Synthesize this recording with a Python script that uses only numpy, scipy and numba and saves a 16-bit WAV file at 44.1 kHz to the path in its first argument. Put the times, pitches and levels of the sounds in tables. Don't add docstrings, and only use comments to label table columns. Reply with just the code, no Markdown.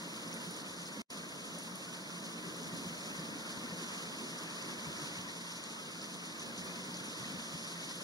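import sys
import numpy as np
from scipy import signal
from scipy.fft import rfft, irfft, next_fast_len
from scipy.io import wavfile
from numba import njit

SR = 44100
rng = np.random.default_rng(int(sys.argv[2]) if len(sys.argv) > 2 else 0)


def put_to_file(sound):
    columns = np.atleast_2d(sound).T
    safe = np.clip(columns, -1, 1)
    whole_steps = np.round(safe * 32767)
    wavfile.write(sys.argv[1], SR, whole_steps.astype(np.int16))


N = 354431
TIME_S = np.arange(N) / SR
FFT_SIZE = next_fast_len(N + 4096)
FREQ_HZ = np.maximum(np.arange(FFT_SIZE // 2 + 1) * SR / FFT_SIZE, 1)


def from_db(db):
    return 10 ** (np.asarray(db) / 20)


def unit_rms(x):
    return x / np.sqrt(np.mean(x ** 2) + 1e-20)


def over_time(points):
    return np.interp(TIME_S, *np.transpose(points))


def over_hz(points):
    hz, value = np.transpose(points)
    return np.interp(np.log(FREQ_HZ), np.log(hz), value)


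def peaks_db(rows):
    return sum(db / (1 + (2 * (FREQ_HZ - hz) / width_hz) ** 2) for hz, width_hz, db in rows)


def colour(x, curve_db):
    return irfft(rfft(x, FFT_SIZE) * from_db(curve_db), FFT_SIZE)[..., :N]


def band(x, hz, width_oct):
    edges_hz = np.minimum(hz * 2 ** (np.array([-.5, .5]) * width_oct), .45 * SR)
    return unit_rms(signal.sosfilt(signal.butter(2, edges_hz, "band", fs=SR, output="sos"), x))


def drift(rate_hz):
    spectrum = rfft(rng.standard_normal(FFT_SIZE)) / (1 + (FREQ_HZ / rate_hz) ** 2)
    return unit_rms(irfft(spectrum, FFT_SIZE)[:N])


def swell(start_s, db, rise_s):
    age = np.maximum(TIME_S - start_s, 0) / rise_s
    return from_db(db) * age * np.exp(1 - age)


@njit
def ring_bubbles(starts, sides, pitches, heights, lives, rises):
    out = np.zeros((2, N))
    for k in range(len(starts)):
        phase, height = 0., heights[k]
        fade = np.exp(-np.log(1000) / lives[k])
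        for i in range(min(int(lives[k]), N - starts[k])):
            out[sides[k], starts[k] + i] += height * np.sin(phase)
            phase += 2 * np.pi * pitches[k] * (1 + rises[k] * i / lives[k])
            height *= fade
    return out


def bubbles(per_s, low_hz, high_hz, cycles, spread_db, rise):
    when, side, size, strength, life, glide = rng.random((int(per_s * N / SR), 6)).T
    starts, sides = (when * N).astype(np.int64), (side * 2).astype(np.int64)
    hz = low_hz * (high_hz / low_hz) ** size
    heights = hz * from_db(spread_db * np.minimum(-np.log(1 - strength), 4))
    lives = cycles * (.5 + life) * SR / hz
    swarm = ring_bubbles(starts, sides, hz / SR, heights, lives, rise * glide)
    return unit_rms(swarm) * np.sqrt(2 * (high_hz - low_hz) / SR)


def water(near, near_db, curve_db, churn_db, churn_hz):
    blend = rng.standard_normal((2, N)) + from_db(near_db) * near
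    return unit_rms(colour(blend, curve_db) * from_db(churn_db * drift(churn_hz)))


def close_bubbles(rows, swell_cycles, cycles, rise, rough):
    out = np.zeros((2, N))
    sides = rng.integers(0, 2, len(rows))
    for (start_s, db, hz), side in zip(rows, sides):
        start = int(start_s * SR)
        turns = np.arange(min(int(cycles * SR / hz), N - start)) * hz / SR
        envelope = (1 - np.exp(-turns / swell_cycles)) ** 2 * np.exp(-np.log(1000) * turns / cycles)
        jolts = rough * rng.standard_normal((2, 64))
        gain_jitter, phase_jitter = (np.interp(turns, np.arange(64), j) for j in jolts)
        phase = 2 * np.pi * turns * (1 + rise * turns / cycles) + phase_jitter
        tone = (1 + gain_jitter) * np.sin(phase)
        out[side, start:start + len(turns)] += from_db(db) * envelope / envelope.max() * tone
    return out


# f/Hz, level/dB
RUMBLE_SPECTRUM = [(20, -24), (40, -7), (65, 7), (95, 16), (130, 2), (250, -13)]
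def rumble(surge_db, thuds):
    bass = colour(rng.standard_normal((2, N)), over_hz(RUMBLE_SPECTRUM))
    lumps = from_db(1.6 * drift(rate_hz=8.8))
    return np.hypot(from_db(-78.5 + 1.1 * surge_db), thuds) * unit_rms(bass * lumps)


# f/Hz, level/dB
FOAM_SPECTRUM = [(1200, -20), (2300, -7.5), (3300, -1.0), (5100, -1.6), (6800, -1.8), (7700, -5),
                 (9700, -5.2), (11000, -11.7), (13000, -18), (15500, -30.5)]
# t/s, level/dB
FOAM_VIGOUR = [(0, -2), (0.35, 0), (0.7, -1.5), (1.3, -1.5), (1.7, -1.3), (2.05, -2.4), (2.65, 0.2),
               (3.6, -0.4), (3.95, 0.6), (4.4, -0.7), (5.0, 0.1), (5.3, -0.9), (5.8, -1.8), (6.8, -1.8),
               (6.95, -1), (7.15, 0), (7.7, 0.9), (8.04, -1)]
def foam(spray):
    fizz = bubbles(per_s=5500, low_hz=2493, high_hz=14280, cycles=59, spread_db=1.5, rise=0.033)
    prickle = bubbles(per_s=90, low_hz=2960, high_hz=8270, cycles=60, spread_db=2.0, rise=0.051)
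    droplets = bubbles(per_s=15, low_hz=4140, high_hz=10500, cycles=17, spread_db=2.0, rise=0.03)
    near = fizz + from_db(-6) * prickle + from_db(-14) * droplets
    hiss = water(near, near_db=-3.5, curve_db=over_hz(FOAM_SPECTRUM), churn_db=1.1, churn_hz=17)
    return np.hypot(from_db(-48 + over_time(FOAM_VIGOUR)), spray) * hiss


# f/Hz, level/dB
RIFFLE_SPECTRUM = [(300, -50), (700, -5), (1030, 1.5), (1400, -0.6), (1900, -1.7), (2300, -2.6),
                   (3000, -6.5), (4500, -10), (9000, -32)]
# t/s, level/dB
RIFFLE_NEARNESS = [(0, 0.5), (0.45, 0), (0.7, -0.2), (1.4, -1.0), (2.1, -0.4), (3.2, 1.1), (3.9, 1.3),
                   (4.4, 0.1), (5.0, 1.6), (5.35, -0.9), (6.0, -1.4), (7.3, 0.1), (8.04, -1)]
def riffles():
    swarm = bubbles(per_s=1500, low_hz=601.4, high_hz=4025, cycles=40, spread_db=2.0, rise=0.23)
    notes = bubbles(per_s=60, low_hz=887.6, high_hz=3310, cycles=160, spread_db=1.9, rise=0.1)
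    near = swarm + from_db(-3.5) * notes
    babble = water(near, near_db=-1.5, curve_db=over_hz(RIFFLE_SPECTRUM), churn_db=0.5, churn_hz=19)
    return from_db(-48.5 + over_time(RIFFLE_NEARNESS)) * babble


# t/s, level/dB, f/Hz
BURSTS = [(0.858, -35, 5130), (2.2446, -33, 5670), (3.059, -35, 5960), (3.1948, -33, 5000),
          (3.3842, -32, 5700), (4.966, -33, 5300), (5.5194, -36, 5100), (6.0164, -33, 5040),
          (6.0422, -33, 5810), (6.396, -30, 5900), (6.4188, -36, 5940), (6.5786, -30, 6260),
          (6.968, -32, 6100), (7.085, -37, 5500), (7.893, -37, 5500)]
def plinks():
    return close_bubbles(BURSTS, swell_cycles=0.77, cycles=28, rise=0.055, rough=0.15)


def spray_envelope():
    return sum(swell(start_s, db - 17.5, rise_s=0.0099) for start_s, db, _ in BURSTS)


# t/s, level/dB, f/Hz
LANDINGS = [(0.3294, -29, 6000), (0.3409, -27, 9250), (0.5098, -30, 9700), (1.587, -26, 8800),
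            (1.6353, -35, 10000), (1.7558, -29, 9500), (2.1048, -32, 5200), (2.632, -30, 6500),
            (3.9386, -28, 7340), (4.948, -37, 6300), (5.6392, -28, 7000), (6.6453, -34, 9400),
            (6.943, -28, 4700), (7.0434, -29, 8500), (7.6744, -34, 9100), (7.9555, -32, 9500)]
def drops(spatter_db=-20, spatter_t60_s=0.15, width_oct=0.43):
    out, t = np.zeros((2, N)), TIME_S[:SR // 5]
    decay = np.exp(-np.log(1000) * t / spatter_t60_s)
    for (start_s, db, hz), side in zip(LANDINGS, rng.integers(0, 2, len(LANDINGS))):
        tick = band(signal.unit_impulse(len(t)), hz, width_oct)
        spatter = band(rng.laplace(size=len(t)), hz, width_oct) * decay
        landing = tick / np.abs(tick).max() + from_db(spatter_db) * spatter
        start = int(start_s * SR)
        out[side, start:start + len(t)] += from_db(db) * landing[:N - start]
    return out


# t/s, level/dB, f/Hz, thud level/dB
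AIR_POCKETS = [(0.47, -46, 178, -85), (0.978, -36, 215.5, -85), (1.723, -39, 188, -82),
               (2.46, -38, 174, -77), (2.64, -40, 169, -79), (2.725, -39, 168, -72), (2.85, -38, 176, -60),
               (3.11, -47, 172, -68), (3.178, -36, 171, -79), (3.565, -38.5, 179, -85),
               (3.635, -38, 232, -85), (3.719, -36.5, 180, -80), (4.715, -40.5, 232, -85),
               (4.86, -38.5, 150, -60), (5.01, -40, 149, -62), (5.159, -52, 166, -61),
               (6.581, -37, 180, -65), (7.195, -43, 133, -70), (7.334, -37.5, 175, -73),
               (7.385, -40, 222, -77), (7.532, -37.5, 160.7, -70)]
def gulps():
    rings = [(start_s, db, hz) for start_s, db, hz, _ in AIR_POCKETS]
    return close_bubbles(rings, swell_cycles=1.5, cycles=20.3, rise=0.04, rough=0.2)


def thud_envelope():
    return sum(swell(start_s, db, rise_s=0.033) for start_s, _, _, db in AIR_POCKETS)


# t/s, level/dB, f/Hz
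SLUGS = [(0.95, -50, 250), (1.52, -55.5, 340), (2.2, -50.5, 210), (2.42, -52, 340), (2.58, -53, 320),
         (2.71, -43.5, 225), (3.28, -49, 228), (3.77, -53, 302), (4.19, -48.5, 300), (4.63, -52, 340),
         (4.87, -52, 290), (4.98, -56, 330), (7.0, -51, 190), (7.26, -49, 198)]
def gurgles():
    swarm = bubbles(per_s=960, low_hz=153, high_hz=588, cycles=16, spread_db=2.0, rise=0.097)
    churn = rng.standard_normal((2, N)) + from_db(3) * swarm
    return sum(swell(start_s, db, rise_s=0.035) * band(churn, hz, width_oct=0.83)
               for start_s, db, hz in SLUGS)


# f/Hz, level/dB
PLUNGE_SPECTRUM = [(50, -35), (100, -18), (140, -8), (200, -3.5), (310, -4), (400, -7.5), (530, -6),
                   (720, -10), (1000, -14.5), (2000, -32)]
# f/Hz, width/Hz, level/dB
BASIN_MODES = [(173, 18, 11), (229, 22, 5.5), (310, 34, 2.5)]
def plunge(surge_db):
    swarm = bubbles(per_s=500, low_hz=127, high_hz=788, cycles=18, spread_db=0.5, rise=0.15)
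    basin_db = over_hz(PLUNGE_SPECTRUM) + peaks_db(BASIN_MODES)
    ringing = water(swarm, near_db=-6, curve_db=basin_db, churn_db=0.5, churn_hz=7)
    return from_db(-48.5 + 0.45 * surge_db) * ringing


# t/s, level/dB
FLOW_SURGES = [(0, 1), (0.5, 3), (0.8, -1), (1.25, 1.5), (2.0, -1.5), (2.7, 4), (3.65, 3.5), (4.4, 0.6),
               (4.95, 2), (5.4, -2.5), (6.1, -3.5), (6.6, 1), (7.35, 0.5), (7.75, -5.5), (8.04, 0)]
def waterfall():
    surge_db = over_time(FLOW_SURGES)
    pan = from_db([[-.6], [.6]])
    return pan * (rumble(surge_db, thud_envelope()) + plunge(surge_db) + gurgles())


# f/Hz, width/Hz, level/dB
FACING_PEAKS = [(90.5, 50, 2), (2260, 2900, 0.7), (4930, 5000, 1.5)]
def turn_toward_fall(x, start_s, length_s):
    facing = np.clip((TIME_S - start_s) / length_s, 0, 1)
    return (1 - facing) * x + facing * colour(x, peaks_db(FACING_PEAKS))


def scene():
    stream = waterfall() + foam(spray_envelope()) + riffles()
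    return turn_toward_fall(stream, start_s=3, length_s=1.7) + gulps() + plinks() + drops()


# f/Hz, width/Hz, level/dB
MIC_DIPS = [(790, 90, -7.5), (8230, 550, -4.5)]
# f/Hz, share/1
CROSSFEED_SHARE = [(50, .63), (170, .70), (500, .54), (1000, .6), (2000, .8), (2700, .97), (3600, .88),
                   (5400, .81), (8000, .99), (10000, .9), (13400, .99)]
# t/s, level/dB
DROPOUT = [(1.019, 0), (1.020, -17), (1.055, -58), (1.080, -58), (1.099, -20), (1.103, 0)]
CROSSFEED_LAG_S, LOWPASS_HZ = .0001875, 15700
def record(dry):
    mics = rfft(colour(dry, peaks_db(MIC_DIPS)), FFT_SIZE)
    share = over_hz(CROSSFEED_SHARE)
    lag = np.exp(-2j * np.pi * FREQ_HZ * CROSSFEED_LAG_S)
    crossfed = (mics + share * lag * mics[::-1]) / np.sqrt(1 + share ** 2)
    wide = irfft(crossfed, FFT_SIZE)[:, :N]
    lowpass = signal.ellip(12, .1, 80, LOWPASS_HZ, fs=SR, output="sos")
    return signal.sosfilt(lowpass, wide * from_db(over_time(DROPOUT)))


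dry = scene()
out = record(dry)
put_to_file(out)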